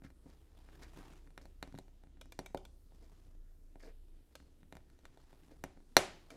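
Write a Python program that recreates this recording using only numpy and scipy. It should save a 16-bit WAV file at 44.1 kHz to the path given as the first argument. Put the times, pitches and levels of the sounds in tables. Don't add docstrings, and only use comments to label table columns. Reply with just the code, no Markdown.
import sys
import numpy as np
from scipy import signal
from scipy.io import wavfile

SR = 44100
rng = np.random.default_rng(int(sys.argv[2]) if len(sys.argv) > 2 else 0)


def attenuation_scalar(level_db):
    decades = np.asarray(level_db, float) / 20
    return 10 ** decades


def transcribe(u):
    v = np.clip(np.atleast_2d(u).T, -1, 1)
    q = np.round(v * 32767).astype(np.int16)
    wavfile.write(sys.argv[1], SR, q)


N = 280476

# f/Hz, density/dB per Hz
AIR_SPECTRUM = [(8.8, -29), (15, 10), (42, 0.5), (55, -4.5), (89, 8.5), (137, -47.5), (212, -10),
                (292, -8.5), (369, -15), (509, -21.5), (661, -30.5), (994, -28), (2380, -33.5),
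                (11100, -36.5), (14500, -38), (15800, -61)]
# t/s, turning f/Hz, level/dB
MOTOR_CURVE = [(0.0, 30.44, -61), (2.9, 30.14, -59.5), (3.26, 29.2, -56.5), (3.37, 27.8, -56),
               (3.95, 26.63, -57), (4.18, 26.6, -57.5), (4.3, 25.5, -74), (4.4, 23.52, -66.5),
               (5.4, 23.64, -67), (5.7, 24.9, -61), (6.36, 24.8, -61.5)]
# t/s, level/dB
HUM_CURVE = [(0.0, -65), (3.26, -66), (3.36, -77), (3.8, -75), (3.98, -66.5), (5.0, -71), (5.2, -78),
             (5.5, -70), (6.36, -76.5)]
# t/s, level/dB
RUSTLE_CURVE = [(0.0, -108), (0.31, -77), (0.45, -83.5), (0.59, -77), (0.91, -69.5), (1.01, -65),
                (1.16, -68.5), (1.3, -89.5), (1.8, -85.5), (2.1, -93.5), (2.75, -105), (2.97, -78.5),
                (3.3, -82), (3.55, -96), (4.4, -86), (4.85, -91), (5.0, -83.5), (5.35, -75.5), (5.51, -79),
                (5.73, -91), (6.36, -73)]
# f/Hz, density/dB per Hz
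RUSTLE_SPECTRUM = [(65, -38), (110, 1), (147, 6.5), (222, -12.5), (274, 3.5), (488, -9.5), (709, -5.5),
                   (837, -10.5), (15500, -35.5)]
# t/s, crack/dB, table knock/dB, plate/dB, table thump/dB
CONTACTS = [(0.0194, -72, -64.5, -66.5, -65), (0.0467, -59, -71.5, -66, -55.5),
            (0.1024, -65, -69, -67, -76), (0.258, -87, -78, -89, -60), (0.6874, -68, -64.5, -60, -75),
            (0.9626, -69, -62, -65, -65), (1.2727, -68, -75, -63.5, -70), (1.3043, -66, -70, -69, -78),
            (1.3768, -48.5, -54.5, -48, -66.5), (1.4126, -66, -69, -65, -73),
            (1.4542, -56, -59, -62.5, -71), (1.6265, -40, -46, -42, -57), (1.6745, -60, -61, -65, -61),
            (1.7239, -62, -78, -67, -64), (1.7421, -66, -53, -71, -55), (1.7503, -61, -76, -59.5, -54.5),
            (1.7577, -63, -81, -70, -76), (1.7764, -56, -84, -61, -80), (1.7864, -45, -50.5, -57, -62),
            (1.8804, -70, -70, -70.5, -75), (2.0359, -67, -63.5, -69.5, -70), (2.2561, -61, -68, -68, -71),
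            (2.39, -36, -40.5, -45.5, -52), (2.5463, -46.5, -33.5, -51, -52.5),
            (2.9205, -77, -66.5, -77, -80), (3.756, -69.5, -56.5, -65.5, -68),
            (4.4005, -63, -72, -63.5, -68.5), (4.6301, -68, -71, -65, -65.5),
            (4.7243, -50.5, -53, -52, -62.5), (4.7522, -51.5, -64, -60.5, -61),
            (4.7679, -53, -55.5, -56.5, -73), (4.8997, -62, -83, -70, -79), (4.989, -64, -71, -76, -91),
            (5.0531, -49, -64.5, -53.5, -95), (5.1731, -61.5, -59, -68, -81), (5.3289, -64, -62, -67, -72),
            (5.6384, -37, -42.5, -41.5, -52.5), (5.773, -84, -61.5, -68, -67.5),
            (5.9668, -6.5, -18.5, -14.5, -42)]
# from t/s, to t/s
FUMBLING_SPANS = [(1.2, 2.8), (4.4, 5.9)]
# f/Hz, width/Hz, level/dB
STUD_RESONANCES = [(3610, 550, 1.5), (4320, 560, 3), (5820, 380, -2), (7500, 1100, -5.5),
                   (11400, 2600, -10), (15200, 950, -14)]
# f/Hz, level/dB, t60/s
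PLATE_MODES = [(1140, -4, 0.016), (1480, 8.5, 0.0052), (1850, -3, 0.015), (2090, -5.5, 0.014),
               (2380, 2.5, 0.008), (2810, 4, 0.012)]
# f/Hz, level/dB, t60/s
KNOCK_MODES = [(381.3, 0.5, 0.067), (448, -9.5, 0.066), (561.3, 0.5, 0.054), (653, 1, 0.029),
               (748, 4, 0.026), (826, 2.5, 0.028), (940, -10, 0.013)]
# f/Hz, level/dB, t60/s
THUMP_MODES = [(80, -2, 0.18), (120, -6, 0.082), (159, 4.5, 0.1), (195, 5.5, 0.082), (270.6, 5, 0.12)]
# delay/ms, level/dB
NEAR_ECHOES = [(4.2, -20), (7.6, -15.5), (10.5, -22.5)]
# f/Hz, t60/s
TAIL_T60 = [(100, 0.84), (400, 0.37), (1500, 0.37), (5000, 0.47), (9000, 0.27), (14000, 0.09)]
# f/Hz, level/dB
TAIL_COLOUR = [(100, 1.5), (400, 2.5), (1500, -2.5), (5000, 0.5), (9000, 4.5), (14000, -3)]
# t/s, bright/dB, dull/dB, middle/dB
DRAG_EVENTS = [(0.0344, -66, -58, -51.5), (0.255, -92, -56, -84), (0.2925, -74.5, -69, -64.5),
               (0.819, -61, -55, -49), (1.4117, -67.5, -63, -68), (3.0202, -71, -56.5, -65),
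               (3.7944, -70, -66, -58), (3.822, -68.5, -54, -62.5), (3.848, -67.5, -53.5, -67),
               (3.874, -81, -56, -57), (5.5046, -72, -55, -63.5), (6.3106, -62, -48.5, -56.5),
               (6.333, -85, -54.5, -64)]
# f/Hz, width/Hz, level/dB
DRAG_RESONANCES = [(310, 216, 12.5), (660, 430, 4), (1420, 1340, 4), (2420, 1700, -1), (4460, 1560, 7.5),
                   (6700, 4800, 3), (10500, 8400, -4)]
# t/s, level/dB
TICK_EVENTS = [(2.2117, -41.5), (2.3213, -41), (2.4601, -40), (2.5729, -43.5), (2.6513, -46), (4.353, -41),
               (6.3035, -43.5)]
# f/Hz, width/Hz, level/dB
HOLLOW_RESONANCES = [(564, 200, 12), (1470, 280, 5.5), (2315, 66, 13), (3460, 450, 8), (4630, 4300, 0),
                     (8300, 7100, -2), (10400, 1900, -1), (13500, 8400, -20)]

BAND_EDGES_HZ = 15 * 2 ** np.arange(0, 10.3, .5)
AIR_DB = -66
HUM_HZ, HUM_WAVER_DB = 61, 3
DULL_DB, BRIGHT_DB = 5, -2
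DULL_STEADY_DB = -75.5
BRIGHT_SHARE, BRIGHT_PIVOT_DB = .75, -78
CONTACT_MS, SOFTER_MS_PER_DB = .72, .007
STUD_GAP_MS, STUD_GAIN_DB = .5, 2
STRAY_DB, STRAY_SPREAD_DB = -74.5, 2
CLUTTER_DB, CLUTTER_T60_S = -12.5, 0.071
TAIL_DB = -17
DRAG_RISE_S, DRAG_FADE_S = 0.0061, 0.018
TICK_ALL_ROUND_DB = 3.5


def rms_one(x):
    return x / np.sqrt(np.mean(x ** 2) + 1e-20)


def in_time(rows):
    s, *columns = np.transpose(rows)
    return [np.interp(np.arange(N) / SR, s, c) for c in columns]


def at_hz(points, hz):
    table = np.array(points)
    return np.interp(np.log(hz), np.log(table[:, 0]), table[:, 1])


def drift(corner_hz):
    r = np.exp(-80 * np.pi * corner_hz / SR)
    noise = rng.standard_normal(N // 40 + 2002)
    slow = signal.lfilter([1], [1, -2 * r, r * r], noise)[2000:]
    return np.interp(np.arange(N) / 40, np.arange(len(slow)), rms_one(slow))


def bands(length):
    white = rng.standard_normal((2, length + SR))
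    for k, (low, high) in enumerate(zip(BAND_EDGES_HZ, BAND_EDGES_HZ[1:])):
        sos = signal.butter(2, [low, high], "band", fs=SR, output="sos")
        yield np.sqrt(low * high), signal.sosfilt(sos, white[k % 2])[SR:]


def between(x, low_hz, high_hz):
    sos = signal.butter(2, [low_hz, min(high_hz, .45 * SR)], "band", fs=SR, output="sos")
    return signal.sosfilt(sos, x)


def coloured(x, resonances):
    out = np.zeros(N)
    for k, (hz, width_hz, level_db) in enumerate(resonances):
        r = np.exp(-np.pi * width_hz / SR)
        b = (1 - r * r) / 2 * np.array([1, 0, -1])
        a = [1, -2 * r * np.cos(2 * np.pi * hz / SR), r * r]
        out += (-1) ** k * attenuation_scalar(level_db) * signal.lfilter(b, a, x)
    return out


def bursts(times_s, level_db, shape, grain_db=0):
    envelope, t = np.zeros(N + SR), np.arange(SR // 10) / SR
    for k, s in enumerate(times_s):
        start = int(s * SR)
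        envelope[start:start + len(t)] += attenuation_scalar(level_db[k]) * shape(k, t)
    grit = rms_one(attenuation_scalar(grain_db * drift(270)))
    return envelope[:N] * grit * rng.standard_normal(N) + 1e-18


def struck(times_s, level_db, modes, rise_s):
    at, out = (np.asarray(times_s) * SR).astype(int), np.zeros(N)
    scatter_db = 1.5 * rng.standard_normal((len(at), len(modes)))
    for k, (hz, mode_db, t60_s) in enumerate(modes):
        blows = np.full(N, 1e-18)
        blows[at] = attenuation_scalar(level_db + mode_db + scatter_db[:, k] - 10 * (hz * rise_s) ** 2)
        r, w = attenuation_scalar(-60 / (t60_s * SR)), 2 * np.pi * hz / SR
        out += signal.lfilter([0, np.sin(w)], [1, -2 * r * np.cos(w), r * r], blows)
    return out


def air():
    noise = sum(band * attenuation_scalar(at_hz(AIR_SPECTRUM, hz) + 2.3 * drift(2.5)) for hz, band in bands(N))
    return attenuation_scalar(AIR_DB) * rms_one(noise)


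def motor():
    hz, level_db = in_time(MOTOR_CURVE)
    phase = 2 * np.pi * np.cumsum(hz + 0.2 * drift(3.5)) / SR
    tone = np.sin(phase) + attenuation_scalar(-17.5) * np.sin(3 * phase)
    return np.sqrt(2) * attenuation_scalar(level_db + 1.8 * drift(2.5)) * tone


def hum():
    level_db, = in_time(HUM_CURVE)
    phase = 2 * np.pi * np.cumsum(HUM_HZ + .5 * drift(4)) / SR
    return np.sqrt(2) * attenuation_scalar(level_db + HUM_WAVER_DB * drift(4.5)) * np.sin(phase)


def rustle():
    level_db, = in_time(RUSTLE_CURVE)
    middle = attenuation_scalar(level_db)
    dull = np.hypot(middle * attenuation_scalar(DULL_DB), attenuation_scalar(DULL_STEADY_DB + 1.8 * drift(3.2)))
    bright = attenuation_scalar(level_db + BRIGHT_DB + (BRIGHT_SHARE - 1) * (level_db - BRIGHT_PIVOT_DB))
    throb_db = 0.6 * drift(32) + 3.3 * drift(130)
    registers = np.zeros((3, N))
    for hz, band in bands(N):
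        if hz > 110:
            register = np.searchsorted([600, 3000], hz)
            registers[register] += band * attenuation_scalar(at_hz(RUSTLE_SPECTRUM, hz) + throb_db + 1.3 * drift(15))
    return sum(gain * rms_one(part) for gain, part in zip([dull, middle, bright], registers))


def bricks():
    s, crack_db, knock_db, plate_db, thump_db = np.transpose(np.r_[CONTACTS, stray_clicks(count=12)])
    rise_s = np.clip(CONTACT_MS + SOFTER_MS_PER_DB * (knock_db - crack_db), .1, 3) / 1000
    seated = ((s + rise_s) * SR).astype(int)

    def crack_shape(k, t):
        return t / rise_s[k] * np.exp(1 - t / rise_s[k]) + 0.19 * np.exp(-t / 0.0062)

    crack = bursts(s, crack_db, crack_shape)
    gaps_s = STUD_GAP_MS / 1000 * rng.uniform(.8, 1.25, (len(s), 3)) * np.arange(3)
    for k, late_s in enumerate(gaps_s.T):
        crack[seated + (late_s * SR).astype(int)] -= (-1) ** k * attenuation_scalar(crack_db + 11.0 + STUD_GAIN_DB * k)
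    plate = -struck(s + rise_s, plate_db, PLATE_MODES, 0 * rise_s)
    knock = struck(s, knock_db, KNOCK_MODES, rise_s)
    thump = struck(s, thump_db, THUMP_MODES, rise_s)
    table = between(between(knock, 310, 970), 270, 3000) + between(thump, 52, 300)
    direct = coloured(crack, STUD_RESONANCES) + between(plate, 1100, 2300) + table
    crack_hits, plate_hits = np.zeros((2, N))
    crack_hits[seated] = attenuation_scalar(crack_db + 9.5)
    plate_hits[seated] = attenuation_scalar(plate_db + 33.5)
    all_round = between(plate_hits, 820, 2400) - between(crack_hits, 2700, 13000) + table
    return direct, all_round


def room(direct, all_round):
    t = np.arange(SR // 2) / SR
    clutter = rng.standard_normal(len(t)) * attenuation_scalar(-60 * t / CLUTTER_T60_S)
    near = attenuation_scalar(CLUTTER_DB) * rms_one(clutter) / np.sqrt(len(t))
    for ms, echo_db in NEAR_ECHOES:
        near[int(ms * SR / 1000)] += attenuation_scalar(echo_db)
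    tail = sum(band * attenuation_scalar(at_hz(TAIL_COLOUR, hz) - 60 * t / at_hz(TAIL_T60, hz))
               for hz, band in bands(len(t)))
    tail *= 1 - np.exp(-(t / 0.012) ** 2)
    tail = attenuation_scalar(TAIL_DB) * rms_one(tail) / np.sqrt(len(t))
    dull = signal.sosfilt(signal.butter(1, 7000, fs=SR, output="sos"), direct)
    return direct + (signal.fftconvolve(dull, near) + signal.fftconvolve(all_round, tail))[:N]


def drags():
    s, bright_db, dull_db, middle_db = np.transpose(DRAG_EVENTS)

    def swell(k, t):
        return 2 * (1 - np.exp(-t / DRAG_RISE_S)) * np.exp(-t / DRAG_FADE_S)

    dull = coloured(bursts(s, dull_db, swell, grain_db=2.5), DRAG_RESONANCES[:2])
    middle = coloured(bursts(s, middle_db, swell, grain_db=5), DRAG_RESONANCES[2:4])
    bright = coloured(bursts(s, bright_db, swell, grain_db=5), DRAG_RESONANCES[4:])
    return dull + middle + bright


def stray_clicks(count):
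    spans = np.array(FUMBLING_SPANS)[np.arange(count) % len(FUMBLING_SPANS)]
    s = spans[:, 0] + rng.random(count) * (spans[:, 1] - spans[:, 0])
    return np.c_[s, STRAY_DB + STRAY_SPREAD_DB * rng.standard_normal((count, 4))]


def loose_piece():
    s, level_db = np.transpose(TICK_EVENTS)

    def chatter_shape(k, t):
        return (1 - np.exp(-t / 0.0004)) * np.exp(-t / 0.0033)

    chatter = bursts(s, level_db, chatter_shape)
    return coloured(chatter, HOLLOW_RESONANCES), attenuation_scalar(TICK_ALL_ROUND_DB) * between(chatter, 450, 5800)


def scene():
    brick_direct, brick_round = bricks()
    tick_direct, tick_round = loose_piece()
    drag = drags()
    hits = room(brick_direct + tick_direct + drag, brick_round + tick_round + drag)
    return (hits + rustle() + motor() + hum() + air())[None]


def top_cut(x):
    return signal.sosfilt(signal.butter(12, 17010, fs=SR, output="sos"), x)


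def record(dry):
    ceiling = 0.66
    heard = signal.sosfilt(signal.butter(4, 15300, fs=SR, output="sos"), dry)
    mix = heard / (1 + np.abs(heard / ceiling) ** 4) ** (1 / 4)
    return top_cut(mix)


dry = scene()
out = record(dry)
transcribe(out)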